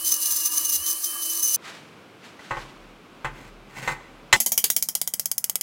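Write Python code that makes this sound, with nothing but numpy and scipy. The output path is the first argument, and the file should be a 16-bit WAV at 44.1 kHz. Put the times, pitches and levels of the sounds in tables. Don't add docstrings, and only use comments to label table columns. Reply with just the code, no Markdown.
import sys
import numpy as np
from scipy import signal
from scipy.fft import rfft, irfft, next_fast_len
from scipy.io import wavfile

SR = 44100
rng = np.random.default_rng(int(sys.argv[2]) if len(sys.argv) > 2 else 0)


def dump(signal):
    limited = np.clip(np.atleast_2d(signal).T, -1, 1)
    pcm = np.round(limited * 32767).astype(np.int16)
    wavfile.write(sys.argv[1], SR, pcm)


N = 247842
TIME = np.arange(N) / SR
GRIND_END_S, FAST_START_S, FAST_SPEED = 1.56, 4.363, 6.0

# f/Hz, level/dB, T60/s
PLATE_MODES = [(340, -19, .3), (378, -19, .3), (505, -11, .17), (550, -11, .2), (790, -5, .15),
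               (868, -1, .2), (962, -2, .15), (1030, -6, .13), (1105, -5, .18), (1250, -7, .18),
               (1515, -1, .15), (1567, -4, .17), (1845, 2.5, .17), (1980, -3, .12), (2033, 4, .17),
               (2190, -8, .12), (2320, -9, .16), (2460, -7, .14), (2640, -7, .14), (3060, -11, .13),
               (3420, -13, .13), (3665, -13, .12), (4038, -8, .13), (4380, -14, .11), (6400, -10, .08),
               (7420, -8, .1)]
# f/Hz, level/dB, T60/s
SWAY_MODES = [(35, -27, 1.8), (38, -23, 1.9), (126, -20, .45), (136, -16, .4)]
# t/s, level/dB, hardness/dB, clatter/dB, T60 factor, sway/dB, favoured f/Hz
IMPACTS = [(1.652, -54, -9, 3, .66, -55, 2000), (2.391, -52.5, 3.5, -2, 0.58, -61, 2000),
           (2.508, -29.5, -2.5, -5.5, 1.27, -27.5, 1140), (2.569, -34, -4.5, -1, 0.41, -23, 1110),
           (3.2453, -30.5, -0.5, 0.5, 0.88, -18.5, 813), (3.875, -28, 2.5, -8, 1.28, -24.5, 2090),
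           (4.3266, -20, 9, -3.5, 0.59, -18, 1945)]


def undb(db):
    return 10 ** (np.asarray(db) / 20)


def unit(x):
    return x / np.sqrt(np.mean(x ** 2) + 1e-18)


def decay(t, t60):
    return np.exp(-np.log(1000) * t / t60)


def noise(size=N):
    return rng.standard_normal(size)


def walk(rate_hz):
    steps = noise(8192)
    return unit(np.interp(TIME * rate_hz, np.arange(len(steps)), steps))


def between(start, end):
    return np.interp(TIME, [start - .002, start, end, end + .002], [0, 1, 1, 0])


def strokes(rows, attack_s, release_s):
    power = 0
    for s, length, db in rows:
        early, late = np.maximum(s - TIME, 0), np.maximum(TIME - s - length, 0)
        power = power + (undb(db) * np.exp(-early / attack_s - late / release_s)) ** 2
    return np.sqrt(power)


def filtered(x, response):
    size = next_fast_len(len(x) + 4096)
    hz = np.maximum(np.arange(size // 2 + 1) * SR / size, 1)
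    return unit(irfft(rfft(x, size) * response(hz), size)[:len(x)])


def colour(x, points, speed=1):
    hz, db = np.transpose(points)
    return filtered(x, lambda f: undb(np.interp(np.log(f / speed), np.log(hz), db)))


def resonate(x, modes):
    return filtered(x, lambda f: sum(undb(db) / (1 + 1j * (f * f - hz * hz) / (f * width))
                                     for hz, width, db in modes))


def below(x, hz):
    return signal.sosfiltfilt(signal.butter(4, hz, fs=SR, output="sos"), x, padtype=None)


def add(out, s, x):
    start = int(s * SR)
    out[start:start + len(x)] += x[:max(N - start, 0)]


def workshop(x, wet_db, t60):
    t = TIME[:SR // 2]
    tail = noise(len(t)) * decay(t, t60) * (t > .004)
    return x + undb(wet_db) * signal.fftconvolve(x, tail / np.linalg.norm(tail))[:N]


def spindle():
    # t/s, f/Hz
    rotation = [(0.0, 327.0), (0.06, 339.1), (0.146, 325.6), (0.364, 317.0), (0.52, 320.4), (0.576, 328.7),
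                (0.786, 318.6), (0.85, 340.6), (0.928, 330.8), (1.012, 343.6), (1.56, 326.3)]
    judder_hz, transition_hz = 320.6, 4.2
    speed_hz = np.interp(TIME, *np.transpose(rotation))
    judder = 1 / (1 + np.exp((speed_hz - judder_hz) / transition_hz))
    turns = np.cumsum(speed_hz * (1 + .016 * judder * walk(260))) / SR
    return turns, judder


def drive_whine(turns, judder):
    # multiple of the rotation rate, level/dB
    orders = [(.69, -24), (1, -5), (1.72, -13), (3.1, -15), (3.76, -10.5), (5.45, -16.5), (9, 8)]
    # t/s, duration/s, depth/dB
    dips = [(0.487, 0.02, 10), (1.018, 0.065, 26), (1.412, 0.019, 2)]
    breakup_db = judder * 11 * np.minimum(np.abs(walk(45)), 1.6) ** 2
    tones = sum(undb(db - breakup_db * (order / orders[-1][0]) ** 2) * np.sin(2 * np.pi * order * turns)
                for order, db in orders)
    dip_db = sum(db * np.exp(-(2 * (TIME - s) / length) ** 2) for s, length, db in dips)
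    return unit(tones) * undb(-42.5 - dip_db)


def rushing_air():
    # f/Hz, level/dB
    spectrum = [(30, -19), (170, -29), (230, -27), (310, -5), (410, -13), (800, -9), (1200, -11.5),
                (2100, -14.5), (2900, -5), (3700, -20), (4200, -0.5), (6100, -5.5), (8200, -0.5), (9400, 9),
                (15800, 0.5)]
    # f/Hz, bandwidth/Hz, level/dB
    housing_modes = [(310, 45, -4), (540, 11, -9.5), (1002, 19, -0.5), (1170, 62, 5.5), (1656, 40, 1.5)]
    hiss = undb(-32.5 + .62 * walk(26)) * colour(noise(), spectrum)
    return hiss + undb(-50 + 3.5 * walk(13.03)) * resonate(noise(), housing_modes)


def draught():
    # t/s, duration/s, level/dB
    puffs = [(.01, 0.11, -59), (.32, 0.075, -60.5), (.63, 0.033, -62), (.76, 0.063, -53.5),
             (.89, 0.05, -66.5)]
    rumble = filtered(noise(), lambda f: 1 / (1 + (np.log(f / 72) / .2) ** 4))
    return strokes(puffs, attack_s=.015, release_s=.035) * rumble


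def grit_rasp(chatter):
    # f/Hz, level/dB
    spectrum = [(500, -18), (2000, -34), (3500, -77), (4500, 12), (6500, 15), (8300, 14), (10000, 15.5),
                (13000, 20), (15800, 0)]
    # f/Hz, bandwidth/Hz, level/dB
    modes = [(4200, 130, -9), (5180, 110, -5), (6150, 220, -1), (6950, 70, -11), (7480, 140, -5),
             (9085, 60, -2), (9600, 300, -6), (9895, 70, -2), (11100, 140, -5), (11680, 140, -5),
             (12350, 140, -6), (13900, 100, -5), (14650, 120, -2), (15020, 180, -3)]
    grit = noise() * undb(5 * noise()) * chatter
    return undb(-8) * colour(grit, spectrum) + undb(-6) * resonate(noise() * chatter, modes)


def steel_squeal(chatter):
    # f/Hz, bandwidth/Hz, level/dB
    modes = [(6030, 26, -10), (6105, 30, 0), (6246, 36, -5), (9480, 200, -16), (9780, 160, -14),
             (14580, 35, -12), (14667, 35, -8), (15015, 90, -11)]
    return resonate(noise() * chatter, modes)


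def grinder():
    # t/s, duration/s, rasp level/dB, squeal level/dB
    touches = [(0.057, 0.056, -20.5, -27), (0.121, 0.023, -21.5, -20), (0.221, 0.021, -23, -29),
               (0.259, 0.022, -21, -28.5), (0.289, 0.15, -22.5, -29.5), (0.449, 0.028, -21, -23.5),
               (0.52, 0.031, -23, -27.5), (0.571, 0.0092, -18.5, -21), (0.606, 0.01, -28, -33),
               (0.651, 0.0058, -19.5, -21.5), (0.69, 0.0085, -24, -20.5), (0.728, 0.037, -17.5, -26),
               (0.831, 0.0089, -31, -28.5), (0.864, 0.051, -20, -26.5), (1.039, 0.022, -23, -27),
               (1.222, 0.014, -27, -31), (1.299, 0.009, -27, -31), (1.367, 0.052, -29, -29),
               (1.434, 0.18, -25, -23)]
    rasp_gain = strokes([(s, span, db) for s, span, db, _ in touches], attack_s=.012, release_s=.006)
    squeal_gain = strokes([(s, span, db) for s, span, _, db in touches], attack_s=.0081, release_s=.013)
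    skim_db = 2.6 * walk(30.7)
    turns, judder = spindle()
    whine = workshop(drive_whine(turns, judder), wet_db=-11.5, t60=.35)
    air = rushing_air()
    chatter = undb(2.4 * walk(170)) * (1 + .218 * np.sin(2 * np.pi * turns))
    rasp = np.hypot(rasp_gain, undb(-32 + skim_db)) * grit_rasp(chatter)
    squeal = np.hypot(squeal_gain, undb(-45 + skim_db)) * steel_squeal(chatter)
    return whine + draught() + workshop(air + rasp + squeal, wet_db=-9.5, t60=.077)


def room_tone():
    # f/Hz, level/dB
    spectrum = [(15, -71), (25, -59), (80, -9), (170, -0.5), (235, -1), (333, -1), (542, -5), (834, -9.5),
                (1040, -7.5), (1550, -10), (1820, -16), (2330, -11.5), (7030, -29.5), (15800, -39)]
    return undb(-48 + .64 * walk(8.1)) * colour(noise(), spectrum)


def blow(bands_db, edges_hz, ring, room_db, spot_hz, speed=1, crack_db=1, wash_db=1, detune=.0068):
    # f/Hz, level/dB
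    clang = [(12, -21), (40, -16), (130, -8), (200, -17.5), (300, -21), (520, -17), (1000, -3.5),
             (2100, -1.5), (3200, -7.5), (5000, -16.5), (7500, -14), (10000, -25), (15800, -33)]
    t = np.arange(int(SR / speed)) / SR * speed
    plate = 0
    for hz, db, t60 in PLATE_MODES:
        level, pitch, phase = noise(3)
        spot_db = 7 * np.exp(-(np.log(hz / spot_hz) / .07) ** 2)
        if hz * speed < SR / 2:
            mode = np.sin(2 * np.pi * hz * (1 + detune * pitch) * t + np.pi * phase)
            plate += undb(db + spot_db + 2 * level) * decay(t, t60 * ring) * mode
    plate /= np.sqrt(np.mean(plate[t < .03] ** 2))
    clatter_gain = undb(wash_db) * decay(t, .18 * ring) + undb(crack_db) * decay(t, .05)
    direct = plate + clatter_gain * colour(noise(len(t)), clang, speed)
    diffuse = unit(signal.fftconvolve(noise(len(t)), direct[t < .025], "same"))
    room = diffuse * decay(t, .71) * (1 - decay(t, .053))
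    rest, out = direct + undb(room_db) * room, 0
    for hz, db in zip([*edges_hz, None], bands_db):
        band = rest if hz is None else below(rest, hz)
        rest = rest - band
        out += undb(db) * band / np.sqrt(np.mean(band[:int(.03 * SR)] ** 2))
    return out


def sway(speed=1):
    t = np.arange(int(2 * SR / speed)) / SR * speed
    return sum(undb(db) * decay(t, t60) * np.sin(2 * np.pi * hz * t) for hz, db, t60 in SWAY_MODES)


def knocks():
    balance_db = [-5.5, 1, -4.5, -14.5]
    out = np.zeros(N)
    for s, db, hardness_db, clatter_db, ring, sway_db, spot_hz in IMPACTS:
        bands_db = db + np.array(balance_db) + hardness_db * np.array([0, 0, 1, 2])
        knock = blow(bands_db, edges_hz=[700, 1700, 3200], ring=ring, room_db=-13, spot_hz=spot_hz,
                     crack_db=clatter_db - 4, wash_db=clatter_db + 3)
        onset = 1 - np.exp(-TIME[:len(knock)] / .0012)
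        add(out, s, knock * onset)
        add(out, s, undb(sway_db) * sway())
    return out


def shuffling():
    # t/s, duration/s, level/dB
    shuffles = [(1.655, 0.036, -39.5), (2.24, 0.02, -48), (2.41, 0.14, -49), (2.575, 0.049, -46)]
    # f/Hz, level/dB
    spectrum = [(100, -44), (300, 2.5), (1800, 7.5), (4000, 2), (8000, -8), (15000, -24)]
    gain = strokes(shuffles, attack_s=.022, release_s=.093) * undb(1.1 * walk(60))
    return gain * colour(noise(), spectrum)


def sliding_block():
    # t/s, duration/s, level/dB
    slides = [(2.8, .1, -60), (3.36, 0.13, -46), (3.7, 0.07, -49), (3.772, 0.032, -34.5),
              (3.828, 0.098, -31.5)]
    # f/Hz, level/dB
    spectrum = [(200, -13), (900, -14), (2200, -8), (3200, -17), (4200, -23.5), (6000, -16), (15000, -41.5)]
    slips = noise() * undb(2.1 * walk(400))
    damped_modes = [(hz, 5 * np.log(1000) / (np.pi * t60), db) for hz, db, t60 in PLATE_MODES]
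    scrape = undb(-13.5) * colour(slips, spectrum) + undb(-7.5) * resonate(slips, damped_modes)
    rocking = undb(-9) * resonate(noise(), [(hz, np.log(1000) / t60, db) for hz, db, t60 in SWAY_MODES])
    return strokes(slides, attack_s=.019, release_s=.012) * (scrape + rocking)


def fast_hammering():
    # f/Hz, level/dB
    background = [(30, -24), (110, 3.5), (180, 11.5), (260, -5.5), (800, -2.5), (2000, -9), (4000, -22),
                  (8000, -5.5), (15800, -29)]
    # t/s, level/dB, extra body of a square hit/dB
    taps = [(4.4022, -23, -2), (4.4618, -24, -1), (4.5197, -24.5, -3.5), (4.5775, -21.5, 3),
            (4.641, -22.0, 3.5), (4.7019, -23.0, 3.5), (4.7643, -23, 1), (4.8254, -26, -0.5),
            (4.8874, -29, -0.5), (4.952, -26.5, 0.5), (5.0149, -28, 1.5), (5.0755, -29.5, 0.5),
            (5.1376, -29.5, 0.0), (5.196, -28.5, -3.0), (5.2572, -28.0, -5), (5.3151, -28, 0.5),
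            (5.3808, -27.5, -3), (5.4419, -27.5, -0.5), (5.4969, -28.5, -0.5), (5.5557, -27.5, 0.0),
            (5.611, -30.5, 3)]
    # t/s, level/dB
    ring_on = [(4.4, 6), (4.75, -1), (4.95, -4.5), (5.6, -10.5)]
    edges_hz = [1500, 4200, 9500]
    out = undb(-56) * colour(noise(), background)
    blow_s, *_, spot_hz = IMPACTS[-1]
    struck_s = FAST_START_S - (FAST_START_S - blow_s) / FAST_SPEED
    add(out, struck_s, blow([-19, -22.5, -21, -28], edges_hz, ring=.48, room_db=-15,
                            spot_hz=spot_hz, speed=FAST_SPEED))
    add(out, struck_s, undb(-13) * sway(FAST_SPEED))
    t = TIME[:SR // 2] * FAST_SPEED
    hum = undb(-54.5) * decay(t, .79) * np.sin(2 * np.pi * 336 * t)
    for s, db, body_db in taps:
        ring_on_db = np.interp(s, *np.transpose(ring_on))
        bands_db = db + np.array([-18.5, -12.5 + body_db, -2.96, 1.1])
        add(out, s, blow(bands_db, edges_hz, ring=1, room_db=ring_on_db, spot_hz=1110,
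                         speed=FAST_SPEED, crack_db=1.5, wash_db=3, detune=.0073))
        add(out, s, undb(ring_on_db - 30) * sway(FAST_SPEED))
        add(out, s, hum)
    return out


def scene():
    out = grinder() * between(0, GRIND_END_S)
    lining_up = room_tone() + shuffling() + sliding_block() + knocks()
    out += lining_up * between(GRIND_END_S, FAST_START_S)
    out += fast_hammering() * between(FAST_START_S, N / SR)
    return out[None]


def record(dry):
    low_pass = signal.ellip(8, .2, 70, 15900, fs=SR, output="sos")
    return signal.sosfilt(low_pass, np.clip(dry, -1, 1))


dry = scene()
out = record(dry)
dump(out)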